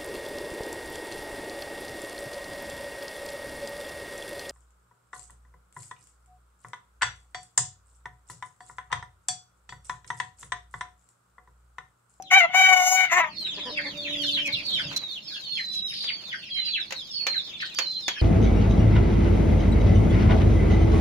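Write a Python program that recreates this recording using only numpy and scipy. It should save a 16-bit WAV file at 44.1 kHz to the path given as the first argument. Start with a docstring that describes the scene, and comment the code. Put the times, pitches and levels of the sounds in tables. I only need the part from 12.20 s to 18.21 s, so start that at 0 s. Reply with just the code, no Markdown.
"""A crowded chicken coop

One bird gives a loud three-part squawk: pulses from its syrinx, filtered by windpipe and beak.
Young birds keep up falling whistled peeps and hoarse chirrs while one hen croons and another clucks.
Feet scuffle, claws scrape the plastic mesh, and sharp knocks set the wooden frame ringing.
The close boards add dense reflections and a short, dull reverberation."""
import sys
import numpy as np
from scipy import signal
from scipy.fft import rfft, irfft, next_fast_len
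from scipy.io import wavfile
from scipy.ndimage import uniform_filter1d, map_coordinates

SR = 44100
rng = np.random.default_rng(int(sys.argv[2]) if len(sys.argv) > 2 else 0)


def file_out(sig):
    """Save sig as 16-bit WAV at sys.argv[1]."""
    # one column per channel
    cols = np.atleast_2d(sig).T
    # limit, then scale
    lim = np.clip(cols, -1, 1)
    pcm = np.round(lim * 32767).astype(np.int16)
    wavfile.write(sys.argv[1], SR, pcm)


N = 265217
TIME = np.arange(N) / SR

# Resonances of windpipe and beak. Each row: frequency in Hz, gain in dB.
VOCAL_TRACT = [(250, -39.5), (370, -11), (520, -15), (750, 0.5), (1100, 4), (1500, -11.5), (1900, 5),
               (2280, 0.5), (2650, -6), (3050, -12), (3400, -23.5), (3800, -17.5), (4700, -29), (5400, -19),
               (6600, -10.5), (7500, -20.5), (8400, -39.5), (9200, -31.5), (10300, -38.5), (11800, -27),
               (13500, -31.5), (15500, -29.5)]
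# Syllables of the squawk. Each row: start and end in seconds, period doubling and rasp from 0 to 1.
SQUAWK_SYLLABLES = [(0.111, 0.26, .02, .03), (.335, 0.886, 0.07, 0.19), (0.899, 1.1, 0.81, 0.7)]
# Pitch contours, one list a syllable. Each row: time in seconds, fundamental in Hz.
SYLLABLE_PITCH = [
    [(0.118, 748.3), (0.134, 743), (0.166, 781), (0.194, 758), (0.216, 685.3), (0.255, 690.5)],
    [(0.35, 753), (0.4, 766.6), (0.62, 732.5), (0.706, 735), (0.802, 752.3), (0.834, 738.4), (0.86, 749)],
    [(0.92, 664.7), (0.944, 711.3), (0.988, 743.6), (0.994, 702), (1.002, 664.6), (1.034, 639),
     (1.064, 600), (1.07, 604)],
]
# Effort, one list a syllable. Each row: time in seconds, relative throat, beak and edge levels in dB.
SYLLABLE_EFFORT = [
    [(0.1, -66, -41, -68), (0.11, -48, -27, -45.5), (0.122, -18.5, -18, -31.5), (0.146, -24.5, -13, -33.5),
     (0.162, -18, -13.5, -41), (0.18, -18.5, -15, -41), (0.192, -22.5, -16, -34), (0.222, -29, -16, -47.5),
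     (0.252, -28.5, -29.5, -59), (0.262, -36, -38, -64.5), (0.274, -62, -47, -70), (0.3, -39, -43, -78.5)],
    [(0.33, -52, -39.5, -62), (0.348, -19, -19.5, -34), (0.39, -23.5, -17.5, -36), (0.408, -16, -18, -34),
     (0.47, -32.5, -14.5, -37), (0.498, -16, -19.5, -37.5), (0.602, -22, -25, -35),
     (0.688, -23.5, -27.5, -26.5), (0.74, -20, -31, -27.5), (0.778, -24, -19.5, -34.5),
     (0.832, -26, -22.5, -39), (0.89, -54, -37, -64)],
    [(0.9, -55, -29, -56), (0.912, -58, -32, -49.5), (0.92, -33, -30.5, -40), (0.936, -26.5, -21, -34.5),
     (1.006, -27, -25, -45), (1.028, -38, -24, -62), (1.04, -24.5, -27.5, -55), (1.046, -47, -26.5, -69),
     (1.06, -30.5, -45, -64), (1.082, -49, -44, -64), (1.1, -48.5, -75, -78)],
]
# Nearby peeps. Each row: start and length in seconds, first and last pitch in Hz, relative level in dB.
NEAR_PEEPS = [(1.151, 0.15, 4483, 3490, -38), (1.231, 0.048, 4440, 2070, -42),
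              (1.571, 0.025, 2790, 1473, -28), (1.631, 0.047, 2346, 1746, -38.5),
              (1.838, 0.054, 2900, 1800, -38), (1.852, 0.21, 4176, 2770, -38.5),
              (2.023, 0.089, 3840, 2560, -35), (2.028, 0.024, 2314, 1370, -44),
              (2.05, 0.2, 3790, 2835, -35), (2.113, 0.086, 4600, 1950, -31),
              (2.242, 0.058, 2603, 2112, -31), (2.323, 0.032, 4330, 3135, -28.5),
              (2.335, .076, 2936, 2280, -36.5), (2.431, 0.19, 4733, 3150, -33.5),
              (2.48, 0.15, 3220, 3080, -43), (2.476, 0.095, 3940, 2840, -34),
              (2.567, 0.044, 2600, 1240, -36.5), (2.761, 0.009, 4026, 4140, -24.5),
              (2.788, 0.15, 3970, 3550, -41), (2.882, .11, 4570, 2480, -41),
              (3.019, 0.13, 5360, 4560, -47.5), (3.06, .13, 4655, 2504, -44),
              (3.229, 0.29, 4524, 3960, -38), (3.312, 0.082, 3684, 2860, -35.5),
              (3.37, .036, 2667, 1736, -34), (3.48, 0.24, 4155, 3741, -37.5),
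              (3.694, 0.042, 3390, 1560, -45), (3.763, 0.22, 4710, 4510, -38),
              (3.87, 0.038, 3857, 1887, -31.5), (4.021, .11, 4620, 2610, -46.5),
              (4.126, 0.023, 2130, 1450, -31.5), (4.216, 0.03, 3660, 2290, -47),
              (4.289, .12, 3313, 2960, -38.5), (4.29, 0.31, 4080, 4046, -35.5),
              (4.433, 0.099, 4870, 3990, -38), (4.438, 0.059, 3980, 2184, -43.5),
              (4.522, 0.068, 3724, 1396, -32.5), (4.594, 0.042, 4000, 3340, -36.5),
              (4.743, 0.085, 4470, 3080, -41), (4.892, .12, 5390, 4430, -41.5),
              (4.924, .14, 4500, 4380, -36), (5.059, .13, 4265, 4034, -30.5),
              (5.136, 0.025, 2276, 1350, -39), (5.157, 0.055, 4100, 3357, -32.5),
              (5.418, 0.016, 2180, 1310, -32.5), (5.547, 0.1, 4690, 4220, -33.5),
              (5.633, .18, 4090, 4126, -36), (5.809, 0.12, 3786, 3080, -37.5),
              (5.962, 0.023, 1823, 1450, -39)]
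# Short peeps plunge ever faster, long ones level out. Each row: length in seconds, glide exponent.
GLIDE_SHAPE = [(.03, 1.15), (.11, 1.5), (.26, .7)]
# Higher voices stand to the right. Each row: last pitch in Hz, left minus right level in dB.
PAN_BY_PITCH = [(1500, 0), (3400, -4)]
# Hoarse calls. Each row: start and length in seconds, first pitch, last pitch and jitter in Hz,
# level in dB.
CHIRR_CALLS = [(2.71, 0.018, 1600, 1420, 246, -44), (3.095, 0.11, 1670, 1616, 130, -52),
               (3.502, 0.12, 5250, 5130, 250, -44.5), (3.631, 0.25, 5430, 4850, 254, -43.5),
               (3.717, .19, 4360, 3613, 510, -35.5), (3.873, .05, 2500, 1730, 397, -56),
               (4.352, 0.052, 2290, 1925, 239, -40), (5.386, 0.1, 4276, 3410, 557, -38.5)]
# Envelope of the croon. Each row: time in seconds, levels of fundamental and octave in dB.
CROON_LEVELS = [(1.3, -59, -64), (1.614, -50.5, -44.5), (1.674, -53, -69), (1.778, -55, -46.5),
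                (1.99, -39, -46), (2.474, -63, -63), (2.746, -53, -57), (2.85, -78, -78)]
# Low clucks. Each row: start and length in seconds, first and last pitch in Hz, level in dB.
CLUCK_CALLS = [(1.367, 0.038, 226, 185, -43), (1.442, 0.085, 263.5, 235.6, -38),
               (1.629, 0.081, 271.5, 280, -44), (2.263, 0.061, 294.5, 264, -45.5)]
# Formants of the clucking hen. Each row: frequency in Hz, gain in dB.
CLUCK_FORMANTS = [(200, 5.5), (480, 17.5), (750, 4.5), (1000, 13.5), (1400, -9), (1800, 13.5), (3000, -65),
                  (8000, -50)]
# Beaks or feet striking the frame. Each row: start in seconds, relative level in dB,
# weight of the ring in half-dB steps, left minus right level in dB.
FRAME_KNOCKS = [(3.842, -30.5, -8.5, 2), (4.707, -26.5, -30, -5), (4.723, -20.5, -20, 0),
                (5.067, -13, -39, -3.5), (5.587, -11, -9, -3.5), (5.597, -36, -14, -10),
                (5.881, -12, -53, -0.5)]
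# Modes of the wooden frame. Each row: frequency in Hz, relative level in dB, 60 dB decay in seconds.
FRAME_MODES = [(535, 10.5, 0.23), (800, -38, 0.038), (1135, -35, 0.039), (1490, -22, .09),
               (2160, -2.5, 0.12), (2340, 0, .07), (4640, -4, 0.063), (6030, -12, .04), (7270, -14, .05)]
# Noise of an impact. Each row: frequency in Hz, gain in dB.
CRACK_SPECTRUM = [(150, -30), (400, -2.5), (900, -1.5), (1500, 0), (2400, 4), (3500, -3.5), (5000, -5.5),
                  (6800, -2), (8200, -24), (11000, -22), (15500, -25)]
# Claws on the mesh. Each row: start and length in seconds, level in dB.
CLAW_SCRAPES = [(0.023, 0.0061, -41), (2.259, 0.024, -39), (2.762, 0.02, -29.5), (3.523, 0.053, -47.5),
                (5.405, 0.029, -52.5), (5.543, 0.0072, -35.5)]
# Friction noise of a claw. Each row: frequency in Hz, gain in dB.
SCRAPE_SPECTRUM = [(500, -20), (2000, -3), (4000, -5), (6000, 10.5), (8000, -7.5), (11000, -4.5),
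                   (15500, -19)]
# Soft steps on the floor. Each row: start in seconds, frequency in Hz, level in dB.
FLOOR_STEPS = [(2.332, 114, -38), (2.652, 137, -32.5)]
# Restlessness of the flock. Each row: time in seconds, relative levels in dB of feet, litter and the high hiss
# of distant peeping.
BUSTLE_LEVELS = [(1.1, -50.5, -64, -67), (1.39, -54, -54, -78), (1.64, -50.5, -51.5, -66),
                 (2.03, -49, -55.5, -56), (2.29, -51.5, -59.5, -60), (2.65, -49, -49.5, -60.5),
                 (2.93, -59, -59, -64.5), (3.58, -57, -62, -68), (3.72, -58.5, -64, -67),
                 (3.97, -58, -53.5, -65.5), (4.31, -58.5, -67, -72), (5.28, -56.5, -56.5, -65),
                 (5.79, -58.5, -62.5, -60.5), (6.0, -57, -55, -77)]
# Noise of feet, litter and the high hiss of distant peeping. Each row: frequency in Hz, gain in dB.
FEET_SPECTRUM = [(15, -24), (25, -8.5), (86, -6), (156, 0.5), (213, 3), (236, -9.5), (327, -1.5),
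                 (441, -18.5), (500, -12), (650, -9), (1100, -120)]
LITTER_SPECTRUM = [(250, 1), (400, 2.5), (900, 1.5), (1700, -2.5), (2600, 3), (4000, -65)]
PEEP_HISS_SPECTRUM = [(3000, -15), (5000, 13), (6800, 17), (8200, -22.5), (11000, 4.5), (15500, -4.5)]
# Chatter of the birds further back. Each row: time in seconds, relative level in dB.
CHATTER_LEVELS = [(1.1, -40), (1.41, -34), (1.9, -37.5), (2.05, -31), (2.19, -40), (2.68, -33.5),
                  (2.93, -56.5), (3.17, -36), (3.45, -45.5), (3.79, -44.5), (4.05, -43), (4.32, -39.5),
                  (4.48, -41), (4.77, -41.5), (5.0, -44), (5.37, -39), (5.73, -41.5), (6.0, -35.5)]


def squawk(throat_db=2.5, beak_db=2, edge_db=3, shudder_db=4.5, shudder_hz=27, flutter_db=5):
    """Source and filter: the tract shapes the syrinx pulses; three bands swell as the beak opens."""
    t = TIME[:int(1.12 * SR)]
    doubling, rasp = strain(t)
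    voice = colour(syrinx(t, doubling, rasp), VOCAL_TRACT)
    from_middle = t - .535  # the overtones shudder midway through the held note
    shudder = shudder_db * swell(from_middle / .13 + .5, .067)
    shudder *= np.cos(2 * np.pi * shudder_hz * from_middle)
    bands = [(200, 1250, throat_db), (1250, 4700, beak_db + shudder), (4700, 17000, edge_db + shudder)]
    call = 0
    for (low_hz, high_hz, band_db), effort_db in zip(bands, curves(np.vstack(SYLLABLE_EFFORT), t)):
        band = signal.sosfiltfilt(signal.butter(5, (low_hz, high_hz), "band", fs=SR, output="sos"), voice)
        envelope = np.sqrt(uniform_filter1d(band ** 2, size=500) + 1e-12)
        call += band / envelope * from_db(effort_db + band_db)
    call *= from_db(flutter_db * np.sqrt(rasp) * np.tanh(drift(71.7, len(t))))
    onset = SYLLABLE_EFFORT[0][0][0]
    call *= swell((t - onset) / (t[-1] - onset), .0078)
    fading_note = np.sin(2 * np.pi * 760 * t) * decay(t, -31.5, t60=.29)  # dies away as the call begins
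    return np.pad(call + fading_note, (0, N - len(t)))


def strain(t, catch_s=.014, fray_s=.077):
    """Strain upsets the vibration: period doubling and rasp at each onset, rasp again at each end."""
    doubling, rasp = np.zeros((2, len(t)))
    for start, end, own_doubling, own_rasp in SQUAWK_SYLLABLES:
        catch = np.exp(-np.maximum(t - start, 0) / catch_s)
        fray = np.exp(-np.maximum(end - t, 0) / fray_s)
        doubling = np.where(t < start, doubling, own_doubling + .57 * catch)
        rasp = np.where(t < start, rasp, own_rasp + catch + .6 * fray)
    return np.clip(doubling, 0, 1), np.clip(rasp, 0, 1)


def syrinx(t, doubling, rasp, skew=.28, unevenness=.84, jitter=.035, wobble=.002, breath=.22):
    """Period doubling: every second pulse comes late and weak, adding lines between the harmonics."""
    hz, = curves(np.vstack(SYLLABLE_PITCH), t)
    doubling = doubling * from_db(4 * (2 - doubling) * drift(40, len(t)))  # comes and goes in patches
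    detune = (jitter * rasp + .0007) * drift(330, len(t)) + wobble * drift(60, len(t))
    phase = phase_of(hz * (1 + detune))
    alternation = doubling * np.cos(phase / 2)
    skewed = phase + skew * alternation
    # the windpipe smears each pulse: high partials arrive later
    pulses = unit_rms(sum(np.cos(k * skewed - k * k / np.pi) for k in range(1, 24)))
    air = breath * rasp * (1 + np.cos(phase)) * rng.standard_normal(len(t))
    return pulses * (1 + unevenness * alternation) + air


def board_echo(call, delays_s=(.0112, .0061), echo_db=-7):
    """Interference: on each side a reflection off the boards beats with the call as its pitch moves."""
    echo = np.array([np.interp(TIME - delay, TIME, call) for delay in delays_s])
    return place(call, pan_db=4.5, lead_s=.0001) + from_db(echo_db) * echo


def peep(length, start_hz, end_hz, db, waver=.01, second_db=-29, third_db=-32):
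    """A gliding whistle; random frequency modulation turns it hoarse below 3.3 kHz."""
    u = np.linspace(0, 1, max(int(length * SR), 64))
    exponent, = curves(GLIDE_SHAPE, length)
    hz = start_hz + (end_hz - start_hz) * u ** exponent
    hoarseness = .063 * np.interp(hz, [1800, 3300], [1, 0])
    phase = phase_of(hz * (1 + waver * drift(220.9, len(u)) + hoarseness * drift(586, len(u))))
    # deeper falls carry stronger overtones
    brightness = np.clip(4 * (1 - end_hz / start_hz), .15, 1) * from_db(5 * drift(60, len(u)))
    overtones = from_db(second_db) * np.sin(2 * phase) + from_db(third_db) * np.sin(3 * phase)
    tone = np.sin(phase) + brightness * overtones
    level = from_db(db + 3.75 - 1.5 * u + 2 * drift(103, len(u)))
    return np.sqrt(2) * tone * level * swell(u, np.where(u < .5, .25, .12))


def near_peeps(gain_db=-2, break_hz=2200, pitch_spread=.08):
    """Young birds whistle close by; in the deepest glides the vibration breaks into a chirr."""
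    out = np.zeros((2, N))
    for start, length, start_hz, end_hz, db in NEAR_PEEPS:
        pan_db, = curves(PAN_BY_PITCH, end_hz)
        lead_s = -.0001 + .0002574 * rng.normal()
        add(out, start, place(peep(length, start_hz, end_hz, db), pan_db, lead_s))
        if end_hz < break_hz:
            tuning = 1 + pitch_spread * rng.uniform(-1.004, 1)  # varies from bird to bird
            voice_break = chirr(.04864, tuning * 2410, tuning * 1858, jitter_hz=319, db=db - 9)
            add(out, start + length - .04, place(voice_break, pan_db, lead_s))
    return from_db(gain_db) * out


def chirr(length, start_hz, end_hz, jitter_hz, db, grain_db=5):
    """Irregular vibration of the syrinx spreads a whistle into a band; shrill ones carry an octave."""
    u = np.linspace(0, 1, int(length * SR))
    phase = phase_of(np.interp(u, [0, 1], [start_hz, end_hz]) + jitter_hz * drift(1200, len(u)))
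    octave_db = np.interp(start_hz, [4400, 5300], [-29, -13])
    tone = np.sin(phase) + from_db(octave_db) * np.sin(2 * phase)
    return tone * from_db(db + grain_db * drift(293, len(u))) * swell(u, .2)


def chirrs(spread_s=.00027):
    """Hoarse calls, scattered in direction by their arrival times at the two sides."""
    out = np.zeros((2, N))
    for start, *call in CHIRR_CALLS:
        add(out, start, place(chirr(*call), lead_s=spread_s * rng.normal()))
    return out


def croon(pitch_hz=296, sag_hz_per_s=7.5, flutter_db=2):
    """A hen's closed-beak tone holds only a fundamental and its octave, sagging slowly in pitch."""
    start, end = CROON_LEVELS[0][0], CROON_LEVELS[-1][0]
    hz = pitch_hz - sag_hz_per_s * (TIME - start)
    phase = phase_of(hz * (1 + .0093 * drift(35, N)))
    first_db, octave_db = curves(CROON_LEVELS)
    tone = np.sqrt(2) * (from_db(first_db) * np.sin(phase) + from_db(octave_db) * np.sin(2 * phase))
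    envelope = from_db(flutter_db * drift(28, N)) * swell((TIME - start) / (end - start), .025)
    return place(tone * envelope)


def clucks(jitter=.059):
    """Short, irregular pulse trains excite the formants of a hen's throat."""
    out = np.zeros((2, N))
    for start, length, start_hz, end_hz, db in CLUCK_CALLS:
        u = np.linspace(0, 1, int(length * SR))
        phase = phase_of(np.interp(u, [0, 1], [start_hz, end_hz]) * (1 + jitter * drift(272, len(u))))
        pulses = sum(np.cos(k * phase) for k in range(1, 16))
        voice = unit_rms(colour(pulses, CLUCK_FORMANTS))
        add(out, start, place(from_db(db) * voice * swell(u, .4)))
    return out


def knocks(crack_db=-7, rattle_db=-19, ring_db=-24):
    """An impact gives a broadband crack, rattles the mesh and excites the damped modes of the frame."""
    out, t = np.zeros((2, N)), TIME[:SR // 4]
    for start, db, ring_weight, pan_db in FRAME_KNOCKS:
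        noise = stereo_noise(CRACK_SPECTRUM, correlation=.13, size=len(t))
        hit = noise * (decay(t, crack_db, t60=.038) + decay(t, rattle_db, t60=.17))
        for hz, mode_db, t60 in FRAME_MODES:
            mode = decay(t, ring_db + mode_db + ring_weight / 2, t60) * np.sin(2 * np.pi * hz * t)
            hit += rng.normal(0, 1, (2, 1)) * mode
        add(out, start, hit * from_db(db + np.array([[pan_db], [-pan_db]]) / 2))
    return out


def scrapes(grain_db=5.5):
    """Friction: claws slip over the mesh in grainy bursts of noise."""
    out = np.zeros((2, N))
    for start, length, db in CLAW_SCRAPES:
        u = np.linspace(0, 1, int(length * SR))
        noise = stereo_noise(SCRAPE_SPECTRUM, correlation=.086, size=len(u))
        grains = unit_rms(noise * from_db(grain_db * drift(500, len(u))))
        add(out, start, from_db(db) * grains * swell(u, .142))
    return out


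def footfalls(t60=.23):
    """Each step sets the floor into a low, damped vibration."""
    out, t = np.zeros((2, N)), TIME[:SR // 4]
    for start, hz, db in FLOOR_STEPS:
        phase = phase_of(hz * (1 + .11 * drift(76, len(t))))
        thud = np.sin(phase) * decay(t, db, t60) * swell(t / t[-1], .029)
        add(out, start, place(thud))
    return out


def far_peeps(count=240, overtone_db=-13):
    """Random whistles superpose into chatter; higher ones are fainter, shorter ones fall further."""
    out = np.zeros((2, N))
    for k, (offset, duration, height, side, distance) in enumerate(rng.random((count, 5))):
        top_hz = 3200 * 1.85 ** height
        fall = np.interp(duration, [0, 1], [.45, .12])
        db = -4 * height ** 2 - 6 * distance
        call = peep(.05 + .1 * duration, top_hz, top_hz * (1 - fall), db,
                    waver=.01255, second_db=overtone_db)
        start = (k + offset) / count * TIME[-1]
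        add(out, start, place(call, pan_db=10 * (side - .5), lead_s=.00054 * (side - .5)))
    return unit_rms(out)


def flock(hush_db=-8, direct_db=-7):
    """Feet, litter, the high hiss of distant peeping and far voices add incoherently; all are quieter during
    the squawk."""
    feet_db, litter_db, hiss_db = curves(BUSTLE_LEVELS)
    feet = from_db(feet_db) * stereo_noise(FEET_SPECTRUM, correlation=.92)
    litter_db += 1 + 2.5 * drift(35, N)  # treading
    litter = from_db(litter_db) * stereo_noise(LITTER_SPECTRUM, correlation=.18)
    hiss_db += 4.5 + 3.2 * drift(120, N) + 3.5 * drift(20, N)  # the high hiss of distant peeping comes and goes
    hiss = from_db(hiss_db) * stereo_noise(PEEP_HISS_SPECTRUM, correlation=.05)
    far = far_peeps()
    chatter_db, = curves(CHATTER_LEVELS)
    chatter = from_db(chatter_db - 1) * unit_rms(coop(far) + from_db(direct_db) * far)
    hush = from_db(np.interp(TIME, [.9, 1.25], [hush_db, 0]))
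    return (feet + litter + hiss + chatter) * hush


def coop(x, early_t60=.1, tail_t60=.29, tail_db=-10):
    """Reverberation: dense early reflections off the close boards, then a short, dull tail."""
    t = TIME[:SR // 2]
    envelope = (decay(t, 0, early_t60) + decay(t, tail_db, tail_t60)) * (t > .002)
    spectrum = [(100, 0), (700, 16.5), (4500, 18), (7000, 4), (16000, -28.5)]
    response = stereo_noise(spectrum, correlation=0, size=len(t)) * envelope
    response /= np.sqrt(np.sum(response ** 2) / 2)
    return signal.fftconvolve(x, response, axes=1)[:, :N]


def from_db(db):
    """Amplitude ratio of a level in decibels."""
    return 10 ** (np.asarray(db) / 20)


def decay(t, db, t60):
    """Exponential decay from db, losing 60 dB in t60 seconds."""
    return from_db(db - 60 * t / t60)


def unit_rms(x):
    """Normalisation to unit mean power."""
    return x / np.sqrt(np.mean(x ** 2) + 1e-20)


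def curves(rows, at=TIME):
    """Linear interpolation of each later column against the first."""
    axis, *columns = np.transpose(rows)
    return [np.interp(at, axis, column) for column in columns]


def colour(x, spectrum, skirt_db_per_octave=16):
    """Filtering by a (Hz, dB) curve that rolls off beyond its ends."""
    size = next_fast_len(x.shape[-1] + 2048)
    octave = np.log2(np.maximum(np.fft.rfftfreq(size, 1 / SR), 1))
    hz, db = np.transpose(spectrum)
    outside = abs(octave - np.clip(octave, np.log2(hz[0]), np.log2(hz[-1])))
    gain = from_db(np.interp(octave, np.log2(hz), db) - skirt_db_per_octave * outside)
    return irfft(rfft(x, size) * gain, size)[..., :x.shape[-1]]


def drift(rate_hz, size):
    """Smooth random modulation with a spread near 1."""
    knots = rng.standard_normal(8192)
    return map_coordinates(knots, [np.arange(size) * rate_hz / SR], order=2, mode="wrap")


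def stereo_noise(spectrum, correlation, size=N):
    """Coloured noise, partly coherent between the two sides."""
    mid, side = rng.standard_normal((2, size))
    pair = np.sqrt(1 + correlation) * mid + np.sqrt(1 - correlation) * side * [[1], [-1]]
    return unit_rms(colour(pair, spectrum))


def place(x, pan_db=0, lead_s=0):
    """Localisation: the left side is louder by pan_db and earlier by lead_s."""
    gains = unit_rms(from_db(np.array([[pan_db], [-pan_db]]) / 2))
    delayed = map_coordinates(x, [np.arange(len(x)) - lead_s * SR], order=3)
    return gains * np.array([x, delayed])


def add(out, start_s, x):
    """Superposition of x on out from start_s."""
    i = max(round(start_s * SR), 0)
    out[:, i:i + x.shape[1]] += x[:, :N - i]


def phase_of(hz):
    """Phase is the running integral of frequency."""
    return 2 * np.pi * np.cumsum(hz) / SR


def swell(u, edge):
    """A window over u from 0 to 1, with raised-cosine tapers of width edge."""
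    return np.sin(np.pi / 2 * np.clip(np.minimum(u, 1 - u) / edge, 0, 1)) ** 2


def scene(squawk_send_db=-17, young_send_db=-5, others_send_db=-11):
    """The direct sound of the birds and their movements sums with the reverberation of the coop."""
    loud_bird = board_echo(squawk())
    young = near_peeps() + chirrs()
    others = croon() + clucks() + knocks() + scrapes()
    room = coop(from_db(squawk_send_db) * loud_bird + from_db(young_send_db) * young
                + from_db(others_send_db) * others)
    return loud_bird + young + others + footfalls() + room + flock()


def record(dry, ceiling=.9, cutoff_hz=16000):
    """Soft saturation rounds the loudest peaks; a steep low-pass removes the highest treble."""
    rounded = dry / (1 + (dry / ceiling) ** 6) ** (1 / 6)
    return signal.sosfilt(signal.ellip(10, .1, 80, cutoff_hz, fs=SR, output="sos"), rounded)


dry = scene()
out = record(dry)
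file_out(out)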